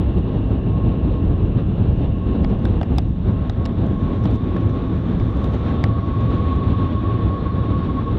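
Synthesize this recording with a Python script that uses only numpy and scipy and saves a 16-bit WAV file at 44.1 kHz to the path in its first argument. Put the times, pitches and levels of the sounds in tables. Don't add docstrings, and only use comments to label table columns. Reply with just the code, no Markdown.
import sys
import numpy as np
from scipy import signal
from scipy.fft import rfft, irfft, next_fast_len
from scipy.io import wavfile
from scipy.ndimage import uniform_filter1d

SR = 44100
rng = np.random.default_rng(int(sys.argv[2]) if len(sys.argv) > 2 else 0)


def field_ratio(decibels):
    return 10 ** (np.asarray(decibels, dtype=float) / 20)


def put_to_file(sound):
    columns = np.atleast_2d(sound).T
    safe = np.clip(columns, -1, 1)
    whole_steps = np.round(safe * 32767)
    wavfile.write(sys.argv[1], SR, whole_steps.astype(np.int16))


N = 360738
SIZE = next_fast_len(N)
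HZ = np.fft.rfftfreq(SIZE, 1 / SR) + 1e-3
TIME = np.arange(N) / SR

# time_s, aisle_share
TURN = [
    (0, 0.05),
    (2.3, 0.06),
    (3.2, 0.2),
    (3.7, 0.44),
    (5.6, 0.86),
    (6.2, 0.91),
    (8.18, 0.8),
]
# pitch_hz, level_db (per Hz)
HULL_COLOUR = [(24, -27), (40, -11), (62, 0.5), (95, 0), (141, -6.5), (190, -6), (300, -11.5), (674, -27),
               (1100, -34), (2000, -46), (3800, -48), (4900, -69), (8000, -84), (15000, -106)]
AIR_HZ = (110, 550, 1800, 3700)
AISLE_CHANGE_DB = (-0.5, 1, 8, 5)
GUST_SHARE = (0.73, 0.97, 0.17, 0.75)
# middle_s, change_db, length_s
GUSTS = [(0.183, 5.5, .06), (0.619, 3, 0.13), (0.861, 4, 0.071), (0.949, 0, 0.42), (3.207, 0, 0.56),
         (4.049, 1, .25), (6.142, -1, .2), (1.121, 4, 0.11), (1.906, 5, 0.054), (2.118, -0.5, .1),
         (2.36, 6, .02), (2.69, 2.5, 0.14), (2.851, -5, .05), (.28, 2, .04), (0.386, 1.5, 0.036),
         (5.54, 3, 0.026), (7.755, 5, .02), (2.974, 2, 0.082), (3.331, 0.5, 0.076), (3.541, -6, 0.12),
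         (3.844, 7.5, .06), (4.197, -3.5, 0.04), (4.636, 1.5, 0.026), (4.954, 1, .1), (5.288, -2, .15),
         (5.763, 4, 0.13), (5.854, 3, 0.021), (5.976, -3.5, 0.36), (6.437, 3.5, 0.089),
         (6.889, -5.5, 0.047), (6.959, 2, 0.091), (7.219, 2, 0.042), (7.44, 0, 0.039), (7.502, -7, 0.058),
         (7.695, 1, 0.085), (7.94, -2.5, .06)]
# middle_s, pitch_hz, change_db, length_s
LOCAL_SWELLS = [(.05, 200, -5, .2), (.36, 90, 10, .2), (.55, 115, -5, .12), (1.3, 190, -3, .3),
                (4.03, 90, -4, .15), (5.9, 200, -3, .2), (5, 1500, 2, .15), (.5, 450, -3, .2), (.8, 700, 3, .4),
                (1.65, 110, 4, .2), (2.03, 1300, -5, .15), (2.3, 160, 4, .5), (2.6, 105, -6, .8),
                (3.02, 65, 6, .15), (3.2, 450, -5, .5), (3.3, 190, -3, .15), (3.35, 105, 5, .3),
                (3.6, 300, 4, .2), (3.98, 200, 5, .3), (3.95, 1700, 2, .4), (4.5, 330, 4, .3), (4.5, 170, -3, .3),
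                (4.9, 290, 3, .2), (4.8, 70, -3, .3), (4.9, 700, -3, .2), (5.1, 170, 3, .5), (5.3, 115, -5, .2),
                (5.3, 700, -3, .2), (5.55, 70, 3, .3), (5.6, 280, -1, .3), (6.25, 70, -4, .35),
                (6.75, 220, -3, .4), (7, 70, 4, .3), (7.1, 300, 4, .3), (7.1, 2500, 3, .35), (7.4, 180, -4, .4),
                (7.5, 700, -2, .2), (7.75, 65, -4, .4), (7.9, 250, 4, .2)]
# pitch_hz, width_hz, window_db, aisle_db
PANES = [(109.9, 10, -30, -26.5), (175.2, 30, -31, -44.5), (261, 32, -42, -33.5), (1700, 480, -59.5, -58),
         (477, 140, -50, -44.5), (1200, 90, -67.5, -49), (4370, 590, -86.5, -67), (2780, 380, -54, -85.5),
         (5600, 830, -84.5, -76), (2340, 130, -83, -72), (3546, 500, -68, -55), (7750, 300, -94, -97),
         (11700, 150, -100, -102)]
SLOT_HZ = (650.5, 673)
# middle_s, tone_db, octave_db
SLOT_SWELLS = [
    (1.8, -11.5, -1.5),
    (3.35, -1.5, 12.5),
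    (3.799, 8, 3),
    (4.701, -4, 9.5),
    (5.67, 5, 13.5),
    (6.0, 8, 5),
    (7.25, 1.5, 3.5),
    (7.75, 2, 8.5),
]
# middle_s, level_db (over steady)
THUMPS = [(.5, -5), (1.2, -4), (1.41, -8), (1.95, 3.5), (2.46, 5), (3.05, 4), (3.75, 8), (3.96, 11.5),
          (4.8, 5), (5.22, 23), (5.88, 9), (6.3, 2), (7.2, 5), (7.45, 8)]
# time_s, level_db
FAN_LEVEL = [(0, -49.5), (.8, -47), (1.9, -53), (2.4, -46), (3.1, -55), (3.44, -50), (3.53, -56),
             (3.65, -52), (3.8, -50), (4.07, -46), (4.3, -44), (5.2, -46), (5.61, -44), (5.75, -38),
             (6.45, -34), (7.45, -36), (8.11, -35), (8.18, -47)]
# pitch_hz, wander_hz, window_db, aisle_db
FAN_LINES = [(1073, 3, 1, -24), (1082, 4, -10, -5), (1094, 3, -4, 0), (1105, 4, -4, -6), (1117, 4, -12, -2),
             (1129, 5, -16, -11), (1143, 5, -20, -20)]
# middle_s, length_s, pitch_hz, level_db
STANDOUTS = [(.3, .25, 1080, -48), (.8, .3, 1082, -47), (1.25, .3, 1080, -46), (2.3, .2, 1085, -48),
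             (3.3, .15, 1065, -46), (3.43, .14, 1075, -42), (3.65, .11, 1101, -39), (4.03, .26, 1106, -41),
             (4.05, .34, 1080, -42), (4.2, .12, 1075, -45), (4.55, .2, 1090, -45), (4.58, .15, 1122, -47),
             (4.77, .2, 1075, -46), (4.8, .2, 1135, -48), (4.92, .06, 1120, -43), (5.33, .12, 1130, -45),
             (5.44, .08, 1097, -45), (5.7, .08, 1100, -41), (6.4, .3, 1095, -40), (6.2, .2, 1120, -37),
             (6.93, .25, 1095, -37), (7.1, .1, 1115, -39), (7.35, .2, 1115, -40), (7.25, .2, 1088, -42),
             (7.74, .1, 1105, -35), (8.05, .2, 1095, -41)]
# pitch_hz, width_hz, window_db, aisle_db
CIRCUIT = [(12900, 200, -108, -108), (15680, 60, -108, -108), (11800, 600, -101, -101),
           (9800, 2500, -100, -100)]
# time_s, level_db
GRIP = [(0, -81.5), (2.3, -78.5), (2.45, -74), (3.05, -75), (3.2, -74.5), (3.6, -82), (4.1, -69),
        (4.3, -74), (4.7, -72.5), (5.1, -72), (5.45, -68), (5.8, -76), (6.4, -72), (6.8, -82), (8.18, -85)]
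# start_s, level_db
THUDS = [
    (0.163, -9),
    (2.699, -7),
    (5.84, -3.5),
]
# start_s, peak_db, pitch_hz
TICKS = [(0.185, -56, 5500), (0.4052, -62.5, 5500), (2.4164, -57, 6000), (2.4714, -65, 6500),
         (2.5017, -49, 4600), (2.592, -62, 7300), (2.592, -50, 4000), (3.0175, -58, 4600),
         (2.7157, -61, 6500), (3.0175, -59, 6500), (3.3134, -61, 6500), (3.6287, -62, 6500),
         (3.6704, -65, 6500), (3.8651, -56, 6500), (4.157, -65, 7000), (4.2403, -44, 5000),
         (4.3046, -53, 4700), (4.3103, -51, 4700), (4.6658, -59, 5700), (4.6947, -60, 5700),
         (5.2036, -60, 5800), (5.3707, -46, 4800), (5.4534, -55, 6000), (5.5363, -57, 5500),
         (6.0945, -67, 6000), (6.2063, -53, 6000), (6.3504, -61, 6000), (6.5585, -55, 6500)]
# start_s, peak_db, top_hz
SNAPS = [(0.186, -58, 9000), (2.5017, -62, 9000), (2.9834, -38, 13000), (3.8654, -57, 8000),
         (4.1572, -62, 8500), (4.2405, -66, 13000), (4.255, -54, 9000), (4.3044, -59, 12500),
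         (4.3103, -57, 12500), (4.6656, -69, 10000), (5.118, -68, 9000), (5.198, -66, 10500),
         (5.212, -69, 12000), (5.3705, -58, 9000), (5.4418, -57, 14000), (5.5361, -60, 8000),
         (5.585, -72, 11000), (5.8853, -68, 8000), (6.2066, -61, 7500), (6.5588, -58, 9500),
         (6.6381, -69, 8000)]
# middle_s, length_s, level_db
RUBS = [(2.434, .03, -60.5), (2.972, .002, -50), (2.977, .002, -58), (2.983, 0.0094, -45.5),
        (3.657, 0.018, -57), (3.797, .04, -68), (4.271, 0.011, -60.5), (4.34, 0.024, -56),
        (4.357, 0.02, -54), (4.5, .03, -68), (4.55, .03, -68), (5.31, .03, -64), (5.444, .014, -51.5),
        (5.36, 0.044, -64), (5.675, .04, -62), (5.524, .04, -60.5), (5.54, .014, -54)]
# start_s, peak_db, knock_db, panel_db, sparkle_db
CRACKS = [(2.4409, -41, 6, 9, -21.5), (2.4457, -30.5, 5, 9, -28), (2.6534, -28.5, -14, 2, -23.5),
          (2.813, -37.5, 16, 3, -42), (2.8312, -32, -6, -3, -22), (2.9834, -19, -7, -14, -28),
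          (2.989, -31, -6, 0, -30), (3.497, -28, 1, -8, -37), (3.5034, -47, -3, -5, -30),
          (3.654, -25.5, -12, -8, -28.5), (3.6598, -27, -7, -2, -24), (4.2545, -29, 4, -4, -35),
          (4.566, -38, 6, 2, -38), (5.1992, -38, -6, 1, -40.5), (5.443, -39, 6, -4, -20.5),
          (5.8395, -20, -3.5, 5, -26)]
# start_s, pitch_hz, peak_db
RINGS = [(2.4409, 2210, -43), (2.4457, 2250, -38), (2.4467, 3300, -32.5), (2.4457, 4520, -40),
         (2.4457, 1300, -39), (2.6512, 1010, -30.5), (2.6535, 1550, -24.5), (2.6534, 9300, -48),
         (2.6536, 3550, -29.5), (2.6515, 5600, -47), (2.653, 7600, -49), (2.814, 1550, -29),
         (2.814, 2870, -34), (2.8312, 760, -23.5), (2.8312, 1250, -30), (2.8312, 1870, -32),
         (2.8312, 2400, -34.5), (2.8312, 4300, -41), (2.8135, 3450, -37), (2.8135, 4200, -41),
         (2.9828, 1640, -32), (2.9832, 2600, -29), (2.9834, 3570, -25), (2.9836, 4890, -24),
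         (2.9834, 6020, -33), (2.9834, 7000, -45), (2.9834, 7800, -43), (2.9836, 760, -18),
         (2.9831, 1250, -35), (2.9834, 11500, -45), (2.9834, 9500, -48), (3.496, 1490, -33.5),
         (3.498, 1900, -33), (3.497, 3730, -28.5), (3.497, 5000, -40.5), (3.497, 5930, -46),
         (3.496, 8580, -67), (3.655, 2830, -26.5), (3.654, 5240, -36.5), (3.654, 7000, -50),
         (3.66, 1120, -27), (3.6587, 2100, -40), (3.6591, 3870, -32.5), (3.6585, 5500, -39),
         (3.6594, 7040, -41), (3.6591, 9600, -52.5), (4.256, 1810, -32), (4.256, 3300, -36.5),
         (4.256, 5600, -46), (4.565, 1700, -28), (4.566, 3600, -42), (5.199, 2300, -36.5),
         (5.1992, 1500, -40), (5.443, 3660, -32), (5.443, 6000, -47.5), (5.839, 1440, -25),
         (5.8389, 2000, -27), (5.8395, 3360, -32.5), (5.8392, 4790, -37.5), (5.8397, 6000, -35.5),
         (5.84, 7670, -44.5), (5.8395, 11100, -51)]
# middle_s, length_s, pitch_hz, level_db
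CHAFES = [
    (4.355, .04, 10500, -78),
    (4.565, .015, 10500, -79),
    (4.61, .02, 5600, -70),
    (4.7, .025, 5800, -67),
    (5.305, .02, 9300, -78),
    (5.33, .03, 11500, -81),
    (5.42, .06, 11000, -82),
    (5.455, .01, 11300, -76),
    (5.53, .05, 11000, -80),
    (5.55, .012, 6500, -65),
]
# middle_s, length_s, level_db
SQUEAKS = [
    (7.41, .05, -56),
    (7.52, 0.073, -59),
]


def curves(table):
    s, *columns = np.transpose(table)
    return [np.interp(TIME, s, column) for column in columns]


def bumps(times, heights, lengths):
    t = TIME[::32]
    events = np.broadcast(times, heights, lengths)
    total = sum(height * np.exp(-(2 * (t - s) / length) ** 2) for s, height, length in events)
    return np.interp(TIME, t, total)


def walk(rate):
    hold, steps = int(SR / rate), 24
    levels = np.repeat(rng.standard_normal(N // hold + 1), steps)
    smooth = uniform_filter1d(uniform_filter1d(levels, steps), steps)
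    return 1.2 * np.interp(np.arange(N), np.arange(len(levels)) * hold / steps, smooth)


def noise(gain):
    x = irfft(rfft(rng.standard_normal(SIZE)) * gain, SIZE)[:N]
    return x / np.std(x)


def bell(hz, width_hz):
    return 1 / (1 + (2 * (HZ - hz) / width_hz) ** 2)


def band(x, lo_hz, hi_hz):
    return signal.sosfilt(signal.butter(3, (lo_hz, hi_hz), "bandpass", fs=SR, output="sos"), x)


def fade(t, t60):
    return np.exp(-np.log(1000) * t / np.clip(t60, .003, .06)) * np.clip(t / 0.00012, 0, 1)


def add(out, s, sound):
    start = int(s * SR)
    out[start:start + len(sound)] += sound


def air(turn):
    hz, db = np.transpose(HULL_COLOUR)
    colour = field_ratio(np.interp(np.log(HZ), np.log(hz), db, left=-200))
    swing_db = np.outer(AISLE_CHANGE_DB, turn - turn.mean())
    swing_db = swing_db + np.outer(GUST_SHARE, bumps(*np.transpose(GUSTS)))
    treble_eddy = 1.6 * np.tanh(walk(21))
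    gust, sway = walk(30), 0.29 * walk(12)
    shared = np.array([walk(6) for _ in range(5)])
    s, local_hz, local_change_db, length = np.transpose(LOCAL_SWELLS)
    local = np.array([bumps([a], b, c)[::64] for a, b, c in zip(s, local_change_db, length)])
    out = np.zeros(N)
    for octave in np.arange(5, 14.1, 1 / 3):
        reach = np.exp(-((octave - np.log2(local_hz)) / 0.45) ** 2)
        local_db = np.repeat(reach @ local, 64)[:N]
        gain = colour * np.cos(np.pi / 2 * np.clip(3 * (np.log2(HZ) - octave), -1, 1))
        share = [np.interp(octave, np.log2(AIR_HZ), row) for row in np.eye(4)]
        near = np.clip(1 - np.abs(octave - np.arange(5, 14, 2)) / 2, 0, 1)
        treble = np.clip((octave - 7.5) / 5.2, 0, 1)
        db = local_db + share @ swing_db + 1.7 * treble * treble_eddy + 1.82 * gust
        db = db + sway + 0.45 * near @ shared + 0.6 * walk(7)
        out += noise(gain) * np.sqrt(np.sum(gain ** 2)) * field_ratio(db)
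    return out / np.std(out) * field_ratio(-18.5)


def resonances(table, turn, flicker_db, rate):
    out = np.zeros(N)
    for hz, width_hz, window_db, aisle_db in table:
        db = window_db + turn * (aisle_db - window_db) + flicker_db * walk(rate)
        out += noise(bell(hz, width_hz)) * field_ratio(db)
    return out


def slots(turn):
    s, tone_db, octave_db = np.transpose(SLOT_SWELLS)
    swell_s = 0.55
    low_db = np.interp(turn, (0, 1), (-50, -54)) + bumps(s, tone_db, swell_s)
    high_db = np.interp(turn, (0, 1), (-71, -64)) + bumps(s, octave_db, swell_s)
    phase = 2 * np.pi * np.cumsum(np.linspace(*SLOT_HZ, N) + 2.5 * walk(14)) / SR
    return np.sqrt(2) * (field_ratio(low_db) * np.sin(phase) + field_ratio(high_db) * np.sin(2 * phase))


def buffet(turn):
    thump_s = 0.086
    db = np.interp(turn, (0, 1), (-26, -43.5)) + bumps(*np.transpose(THUMPS), thump_s)
    return noise(bell(41, 22) * np.clip(HZ / 25, 0, 1) ** 2) * field_ratio(db - 1.0)


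def fan(turn):
    whine = np.zeros(N)
    for hz, wander_hz, window_db, aisle_db in FAN_LINES:
        phase = 2 * np.pi * np.cumsum(hz + 1.7 * wander_hz * walk(22)) / SR
        whine += field_ratio(window_db + turn * (aisle_db - window_db) + 0.75 * walk(18)) * np.sin(phase)
    span = int(0.08 * SR)
    power = uniform_filter1d(uniform_filter1d(whine ** 2, span), span)
    whine = whine / np.sqrt(power) * field_ratio(curves(FAN_LEVEL)[0])
    flutter = field_ratio(1.2 * walk(55))
    drift = np.cumsum(6.0 * walk(30)) / SR
    t = np.arange(-SR // 4, SR // 4) / SR
    lone = np.zeros(N + len(t))
    for s, length, hz, db in STANDOUTS:
        at = np.clip(int(s * SR) + np.arange(len(t)) - len(t) // 2, 0, N - 1)
        swell = np.sqrt(2) * field_ratio(db) * np.exp(-(2 * t / length) ** 2)
        add(lone, s + t[0], swell * np.sin(2 * np.pi * (hz * t + drift[at])))
    return (whine + lone[:N]) * flutter


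def grip():
    grip_db = curves(GRIP)[0]
    creak_db = 2.6 * rng.exponential(size=N) + 3.5 * walk(25) + grip_db - 5.0
    creaks = (rng.random(N) < 450 / SR) * field_ratio(creak_db)
    out = 4.4 * band(creaks, 4300, 7200) + 0.8 * band(creaks, 8000, 14000)
    rustle_db = grip_db - 4
    out += noise(bell(5800, 3500) ** 2) * field_ratio(rustle_db + 3.0 * walk(30))
    out += noise(bell(10500, 5000) ** 2) * field_ratio(rustle_db - 18 + 4.0 * walk(40))
    return out


def thuds():
    t, out = np.arange(4096) / SR, np.zeros(N)
    thud_hz, t60 = 98, 0.12
    fall = np.exp(-np.log(1000) * t / t60) * np.clip(t / 0.0065, 0, 1)
    for s, db in THUDS:
        add(out, s, field_ratio(db) * np.sin(2 * np.pi * thud_hz * t) * fall)
    return out


def ticks():
    t, out = np.arange(2048) / SR, np.zeros(N)
    fall = fade(t, 0.015)
    for s, db, hz in TICKS:
        snap = rng.standard_normal(len(t)) * fall
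        spark = field_ratio(-20) * band(snap * fall, 8000, 14300)
        add(out, s, 1.7 * field_ratio(db) * (band(snap, .78 * hz, 1.2 * hz) + spark))
    return out


def seam():
    t, out = np.arange(4096) / SR, np.zeros(N)
    for s, db, top_hz in SNAPS:
        snap = np.sign(rng.standard_normal(len(t))) * fade(t, 0.005)
        add(out, s, 2.5 * field_ratio(db) * band(snap, 3500, top_hz))
    return out


def rubs():
    t, out = np.arange(2048) / SR, np.zeros(N)
    for s, length, db in RUBS:
        catch, grit = rng.standard_normal((2, len(t)))
        catch_db = 2.2 * uniform_filter1d(catch, size=40) * np.sqrt(40)
        slide = grit * np.exp(-((t - t.mean()) / (.5 * length)) ** 2) * field_ratio(catch_db)
        add(out, s - t.mean(), field_ratio(db) * (band(slide, 3000, 6500) + 0.21 * band(slide, 8500, 12500)))
    return out


def cracks():
    t, out, t60 = np.arange(1024) / SR, np.zeros(N), 0.015
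    thump = np.exp(-t / 0.0021) * np.sin(2 * np.pi * 720 * t)
    for s, db, knock_db, panel_db, sparkle_db in CRACKS:
        slip = np.sign(rng.standard_normal(len(t))) * fade(t, t60)
        shell = 1.7 * band(slip, 2300, 4840)
        panel = 4.0 * field_ratio(panel_db) * band(slip, 1400, 2100)
        edge = band(slip * fade(t, t60), 5300, 8500) + 0.41 * band(slip * fade(t, .6 * t60), 10000, 14500)
        snap = (shell + panel + 3.5 * field_ratio(sparkle_db) * edge) * field_ratio(-3.5)
        knock = 2.0 * field_ratio(knock_db + 2.5) * band(thump + 0.83 * slip, 550, 1400)
        add(out, s, field_ratio(db) * (snap + knock))
    return out


def rings():
    t, out = np.arange(1024) / SR, np.zeros(N)
    for s, hz, db in RINGS:
        t60 = 0.023 / (1 + hz / 3000 / 2)
        add(out, s, field_ratio(db) * np.sin(2 * np.pi * hz * t) * fade(t, t60))
    return out


def shaded(cabin):
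    bass = 1 / (1 + (HZ / 191) ** 2)
    leak = 0.37 / (1 + (2600 / HZ) ** 4)
    kept = irfft(rfft(cabin, SIZE) * (bass + leak), SIZE)[:N]
    shade_s, length_s, shade_db = 3.13, 0.16, -9
    return kept + (cabin - kept) * field_ratio(bumps([shade_s], shade_db, length_s))


def chafes():
    t, out = np.arange(4096) / SR, np.zeros(N)
    for s, length, hz, db in CHAFES:
        swell = np.exp(-(2 * (t - t.mean()) / length) ** 2)
        grain = rng.standard_normal(len(t)) ** 3 * swell
        add(out, s - t.mean(), field_ratio(db) * band(grain, .9 * hz, 1.1 * hz))
    return out


def squeaks():
    s, length, db = np.transpose(SQUEAKS)
    phase = 2 * np.pi * np.cumsum(4100 + 15 * walk(30)) / SR
    return bumps(s, field_ratio(db), length) * np.sin(phase)


def scene():
    turn = np.clip(curves(TURN)[0], 0, 1)
    outside = air(turn) + resonances(PANES, turn, 1.5, 25) + slots(turn)
    cabin = shaded(outside) + buffet(turn) + fan(np.maximum.accumulate(turn) ** 2)
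    circuit = resonances(CIRCUIT, turn, 1.6, 15)
    hand = grip() + thuds() + ticks() + seam() + rubs() + cracks() + rings() + chafes()
    return (cabin + circuit + hand + squeaks())[None]


def low_pass(x):
    return signal.sosfilt(signal.butter(12, 15700, fs=SR, output="sos"), x)


def record(dry):
    limit = .446
    x = dry / limit
    flat = limit * x / (1 + np.abs(x) ** 12) ** (1 / 12)
    return low_pass(flat)


dry = scene()
out = record(dry)
put_to_file(out)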